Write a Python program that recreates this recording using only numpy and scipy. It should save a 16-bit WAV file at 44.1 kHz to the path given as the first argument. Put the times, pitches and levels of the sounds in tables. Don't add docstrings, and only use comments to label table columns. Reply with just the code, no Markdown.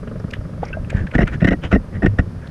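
import sys
import numpy as np
from scipy import signal
from scipy.fft import rfft, irfft, next_fast_len
from scipy.io import wavfile
from scipy.ndimage import uniform_filter1d, minimum_filter1d

SR = 44100
rng = np.random.default_rng(int(sys.argv[2]) if len(sys.argv) > 2 else 0)


def bounce(signal):
    frames = np.transpose(np.atleast_2d(signal))
    limited = np.clip(frames, -1, 1)
    pcm = np.round(limited * 32767).astype(np.int16)
    wavfile.write(sys.argv[1], SR, pcm)


N = 110250


def undb(db):
    return 10 ** (np.asarray(db) / 20)


def unit(x):
    return x / np.sqrt(np.mean(x ** 2) + 1e-18)


def seconds(count):
    return np.arange(count) / SR


def add(out, start_s, x):
    i = max(int(start_s * SR), 0)
    out[i:i + len(x)] += x[:max(len(out) - i, 0)]


def colour(x, points, shift=1, focus_hz=1000, focus_db=0):
    focus_width_oct, rolloff_db_per_oct = 0.16, 30
    size = next_fast_len(len(x) + 4096) // 2 * 2
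    octaves = np.log2(np.maximum(np.arange(size // 2 + 1) * SR / size, 1))
    hz, db = np.array(points).T
    curve_db = np.interp(octaves, np.log2(hz * shift), db)
    curve_db += focus_db * np.exp(-.5 * ((octaves - np.log2(focus_hz)) / focus_width_oct) ** 2)
    curve_db -= rolloff_db_per_oct * np.maximum(octaves - np.log2(hz[-1] * shift), 0)
    cepstrum = irfft(np.log(undb(curve_db)))
    cepstrum[1:size // 2] *= 2
    cepstrum[size // 2 + 1:] = 0
    return irfft(rfft(x, size) * np.exp(rfft(cepstrum)))[:len(x)]


def friction(pressure, spectrum, level_db, shift=1, focus_hz=1000, focus_db=0):
    slips_per_s, spread_db = 1800, 2.5
    count = len(pressure)
    slipping = rng.random(count) < slips_per_s / SR
    size = undb(spread_db * np.minimum(rng.exponential(1, count), 3))
    noise = rng.standard_normal(count)
    clicks = slipping * size * np.sign(noise) + 0.029 * noise
    body = unit(colour(clicks * pressure, spectrum, shift, focus_hz, focus_db))
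    return body * np.sqrt(np.mean(pressure ** 2)) * undb(level_db)


def water():
    # time_s, level_db
    swell = [(.34, -29.5), (.39, -27), (.92, -27.5), (1.03, -18.5), (1.1, -36.5), (1.3, -24.5), (1.88, -32),
             (1.96, -21.5), (2.02, -31), (2.24, -26), (2.31, -29.5)]
    # frequency_hz, gain_db
    rumble_spectrum = [(15, -8), (32, 0), (100, 2), (170, -0.5), (250, -9), (700, -33.5)]
    # frequency_hz, gain_db
    wash_spectrum = [(400, -4.5), (1450, -11.5), (2500, -21), (3800, -26), (5200, -25), (7500, -34.5),
                     (10000, -31.5), (15000, -51.5)]
    swirl_db, swirls_per_s, wash_db = 1.5, 40, -46
    t = seconds(N)
    swirl = np.interp(t * swirls_per_s, np.arange(200), rng.standard_normal(200))
    rumble = unit(colour(rng.standard_normal(N) * undb(swirl_db * swirl), rumble_spectrum))
    wash = unit(colour(rng.standard_normal(N), wash_spectrum))
    return rumble * undb(np.interp(t, *np.array(swell).T)) + undb(wash_db) * wash


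def knocking():
    # time_s, level_db
    fade = [(0, -34), (.25, -37), (.4, -40), (2.3, -46)]
    # frequency_hz, gain_db
    spectrum = [(50, -17.5), (220, 8.5), (340, -7.5), (410, 2), (630, 0), (800, -20), (1200, -11),
                (1800, -17), (2150, -26)]
    turns_per_s, first_s, decay_s, scatter = 23.74, .029, 0.011, 0.62
    out, t = np.zeros(N), seconds(count=3000)
    clatter = rng.standard_normal(len(t))
    for turn in range(int(N / SR * turns_per_s) + 1):
        knock = clatter + scatter * rng.standard_normal(len(t))
        add(out, first_s + turn / turns_per_s, knock * np.exp(-t / decay_s))
    return unit(colour(out, spectrum)) * undb(np.interp(seconds(N), *np.array(fade).T))


def crunches():
    # peak_s, level_db, resonance_hz
    breaks = [(.079, -45, 2950), (.338, -27, 3250), (0.639, -45.5, 3560), (.848, -46, 2750),
              (0.904, -30.5, 2430), (1.071, -33, 1580), (1.115, -38, 2370), (1.153, -30.5, 2800),
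              (1.277, -25.5, 1500), (1.408, -32, 1820), (2.062, -33, 2840)]
    # frequency_hz, gain_db
    spectrum = [(500, -6.5), (1100, 6), (1700, 17.5), (2400, 9), (3300, 2.5), (4500, -11), (10000, -23.5)]
    half_length_s, tail_s, tail_db = .004, .015, -9
    out, t = np.zeros(N), seconds(count=6000)
    lead_s = 2 * half_length_s
    burst = np.exp(-((t - lead_s) / half_length_s) ** 2)
    crumble = undb(tail_db) * np.minimum(t / lead_s, np.exp(-(t - lead_s) / tail_s))
    for peak_s, db, hz in breaks:
        add(out, peak_s - lead_s, friction(burst + crumble, spectrum, db, focus_hz=hz, focus_db=8))
    return out


def ticks():
    # peak_s, level_db, ring_hz
    snaps = [(.199, -52, 5500), (0.31, -38.5, 2440), (0.655, -42.5, 5600), (0.685, -49, 5500),
             (0.904, -40.5, 7500), (.97, -53.5, 7000), (1.449, -37, 3760), (1.474, -49.5, 8000),
             (2.475, -46, 3650)]
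    spectrum = [(1500, 0), (4500, 8), (13000, -18.5)]  # frequency_hz, gain_db
    half_length_s = 0.0036
    out, t = np.zeros(N), seconds(count=2000)
    lead_s = 2 * half_length_s
    burst = np.exp(-((t - lead_s) / half_length_s) ** 2)
    for peak_s, db, hz in snaps:
        add(out, peak_s - lead_s, friction(burst, spectrum, db, focus_hz=hz, focus_db=15))
    return out


def bumps():
    # middle_s, pitch_hz, peak_db
    contacts = [(0.2497, 131, -13.5), (.395, 56, -15), (.802, 61, -13.5), (0.952, 92, -6), (1.162, 125, -6),
                (1.195, 109, -5), (1.242, 128, -8.5), (1.358, 135, -14.5), (1.428, 134, -8.5),
                (1.456, 124, -2.5), (1.521, 252, -4.5), (1.653, 91, -13), (1.764, 217, -9),
                (2.051, 153, -1.5), (2.067, 154, -8.5), (2.198, 67, -4)]
    # start_s, pitch_hz, t60_s, peak_db
    hull_rings = [(1.733, 213, .13, -6), (2.078, 102, .36, -10)]
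    out, t = np.zeros(N), seconds(N)
    for middle_s, hz, db in contacts:
        phase = 2 * np.pi * hz * (t - middle_s)
        out -= undb(db) * phase * np.exp(.5 - .5 * np.minimum(phase ** 2, 100))
    for start_s, hz, t60_s, db in hull_rings:
        add(out, start_s, undb(db - 60 * t / t60_s) * np.sin(2 * np.pi * hz * t))
    return out


def bubble(hz, t60_s, db):
    attack_s, glide_per_s, roughness = 0.0026, 1, 0.3
    t = seconds(count=5000)
    wobble = unit(colour(rng.standard_normal(len(t)), [(250, -15), (1000, -31)]))
    envelope = (1 - np.exp(-t / attack_s)) * undb(db - 60 * t / t60_s)
    phase = 2 * np.pi * hz * t * (1 + glide_per_s * t / 2)
    return envelope * (1 + roughness * wobble) * np.sin(phase)


def bubbles(fizz_count=45):
    # start_s, pitch_hz, t60_s, level_db
    plops = [(.6295, 484, 0.021, -4.5), (.6305, 798, 0.024, -6), (0.727, 1538, 0.12, -24.5),
             (0.73, 2644, 0.029, -17), (0.738, 1470, 0.027, -17), (0.7698, 627, 0.045, -14),
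             (.928, 560, 0.015, -9)]
    low_hz, high_hz, fizz_db, spread_db, ring_cycles = 1600, 8160, -53, 1.5, 52
    out = np.zeros(N)
    for start_s, hz, t60_s, db in plops:
        add(out, start_s, bubble(hz, t60_s, db))
    for when, pitch, faintness in rng.random((fizz_count, 3)):
        hz = low_hz * (high_hz / low_hz) ** pitch
        db = fizz_db - spread_db * np.log(faintness + 0.071)
        add(out, when * N / SR, bubble(hz, ring_cycles / hz, db))
    return out


def soft_swells():
    # middle_s, half_length_s, level_db, resonance_hz
    swells = [(0.64, 0.011, -34.5, 1120), (0.677, 0.025, -40, 2200), (0.976, .036, -31.5, 1720),
              (1.151, 0.0088, -22.5, 1470), (1.286, 0.018, -36, 2380), (1.339, 0.013, -27.5, 1680),
              (1.65, 0.013, -25.5, 3070), (1.722, 0.0061, -19.5, 1370), (1.956, 0.016, -37, 1900),
              (2.451, 0.034, -43.5, 1690)]
    # frequency_hz, gain_db
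    spectrum = [(200, -1.5), (600, -5), (1000, -14), (1500, -9.5), (2000, -11.5), (3100, -21), (4300, -33),
                (7000, -37.5)]
    out, t = np.zeros(N), seconds(count=11000)
    lead_s = t[-1] / 2
    for middle_s, half_length_s, db, hz in swells:
        envelope = np.exp(-.5 * ((t - lead_s) / half_length_s) ** 2)
        add(out, middle_s - lead_s, friction(envelope, spectrum, db, focus_hz=hz, focus_db=10.5))
    return out


def rasp(pressure, db, resonance_hz):
    # frequency_hz, gain_db
    spectrum = [(700, -23), (1250, -6), (1520, 0.5), (1700, -9.5), (1900, 9), (2080, -2.5), (2300, -16),
                (2850, -11.5), (3250, -29), (3800, -21.5), (4700, -40), (5500, -25.5), (6500, -40),
                (8500, -41)]
    unshifted_hz, catch_s, detune = 1921, .008, .025
    out, t = np.zeros(len(pressure)), seconds(len(pressure))
    end_s = t[pressure > .01][-1]
    for middle_s in np.arange(0, end_s, catch_s):
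        catch = np.cos(np.pi / 2 * np.clip((t - middle_s) / catch_s, -1, 1))
        shift = resonance_hz / unshifted_hz * (1 + detune * rng.standard_normal())
        favoured_hz = rng.uniform(1250, 3300)
        out += friction(pressure * catch, spectrum, db, shift, focus_hz=favoured_hz, focus_db=6.5)
    return out


def scrapes():
    # start_s, length_s, rasp_db, growl_db, boom_db, resonance_hz
    strokes = [(1.149, 0.0055, -21, -22, -7.5, 1746), (1.18, 0.013, -19, -14.5, -15, 1890),
               (1.203, 0.017, -22.5, -21, -13, 1920), (1.224, 0.0079, -24.5, -19, -11, 2000),
               (1.415, 0.015, -27.5, -23, -11.5, 1840), (1.443, 0.0092, -17, -16, -13.5, 1900),
               (1.47, 0.018, -18.5, -19, -12, 1967), (1.506, 0.029, -25.5, -19, -15, 1904),
               (1.724, 0.016, -22.5, -18, -5.5, 1900), (1.745, 0.016, -25, -18, -11, 1915),
               (2.021, 0.014, -25.5, -17.5, -13, 1840), (2.039, 0.009, -27.5, -17, -17, 1820),
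               (2.06, 0.0024, -14, -10.5, -10.5, 1850), (2.185, 0.011, -19.5, -18, -13.5, 1826)]
    # frequency_hz, gain_db
    growl_spectrum = [(150, -33), (300, 11), (420, 2), (560, 2.5), (700, 3), (880, -16.5), (1300, -16.5),
                      (3000, -66)]
    # frequency_hz, gain_db
    boom_spectrum = [(18, -31.5), (35, 3.5), (60, 0.5), (125, -17), (180, 1.5), (250, -2), (330, -11),
                     (500, -20.5), (1200, -59.5)]
    attack_s, release_s, boom_lag_s, boom_release_s = .004, .0045, .0021, .007
    out, t = np.zeros(N), seconds(count=5000) - attack_s / 2
    grip = np.minimum(t / attack_s + .5, 1) ** 2
    for start_s, length_s, rasp_db, growl_db, boom_db, resonance_hz in strokes:
        since_release = np.maximum(t - length_s, 0)
        pressure = grip * np.exp(-since_release / release_s)
        boom_envelope = grip * np.exp(-since_release / boom_release_s)
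        touch_s = start_s - attack_s / 2
        add(out, touch_s, rasp(pressure, rasp_db, resonance_hz))
        add(out, touch_s, friction(pressure, growl_spectrum, growl_db))
        add(out, touch_s + boom_lag_s, friction(boom_envelope, boom_spectrum, boom_db))
    return out


def scene():
    mix = water() + knocking() + scrapes() + bumps() + soft_swells() + crunches() + ticks() + bubbles()
    return mix[None]


def record(dry):
    ceiling, window_samples, top_hz = .92, 221, 15000
    gain = np.minimum(1, ceiling / (np.abs(dry) + 1e-9))
    gain = uniform_filter1d(minimum_filter1d(gain, window_samples), window_samples)
    lowpass = signal.ellip(8, .2, 70, top_hz, fs=SR, output="sos")
    return signal.sosfilt(lowpass, dry * gain)


dry = scene()
out = record(dry)
bounce(out)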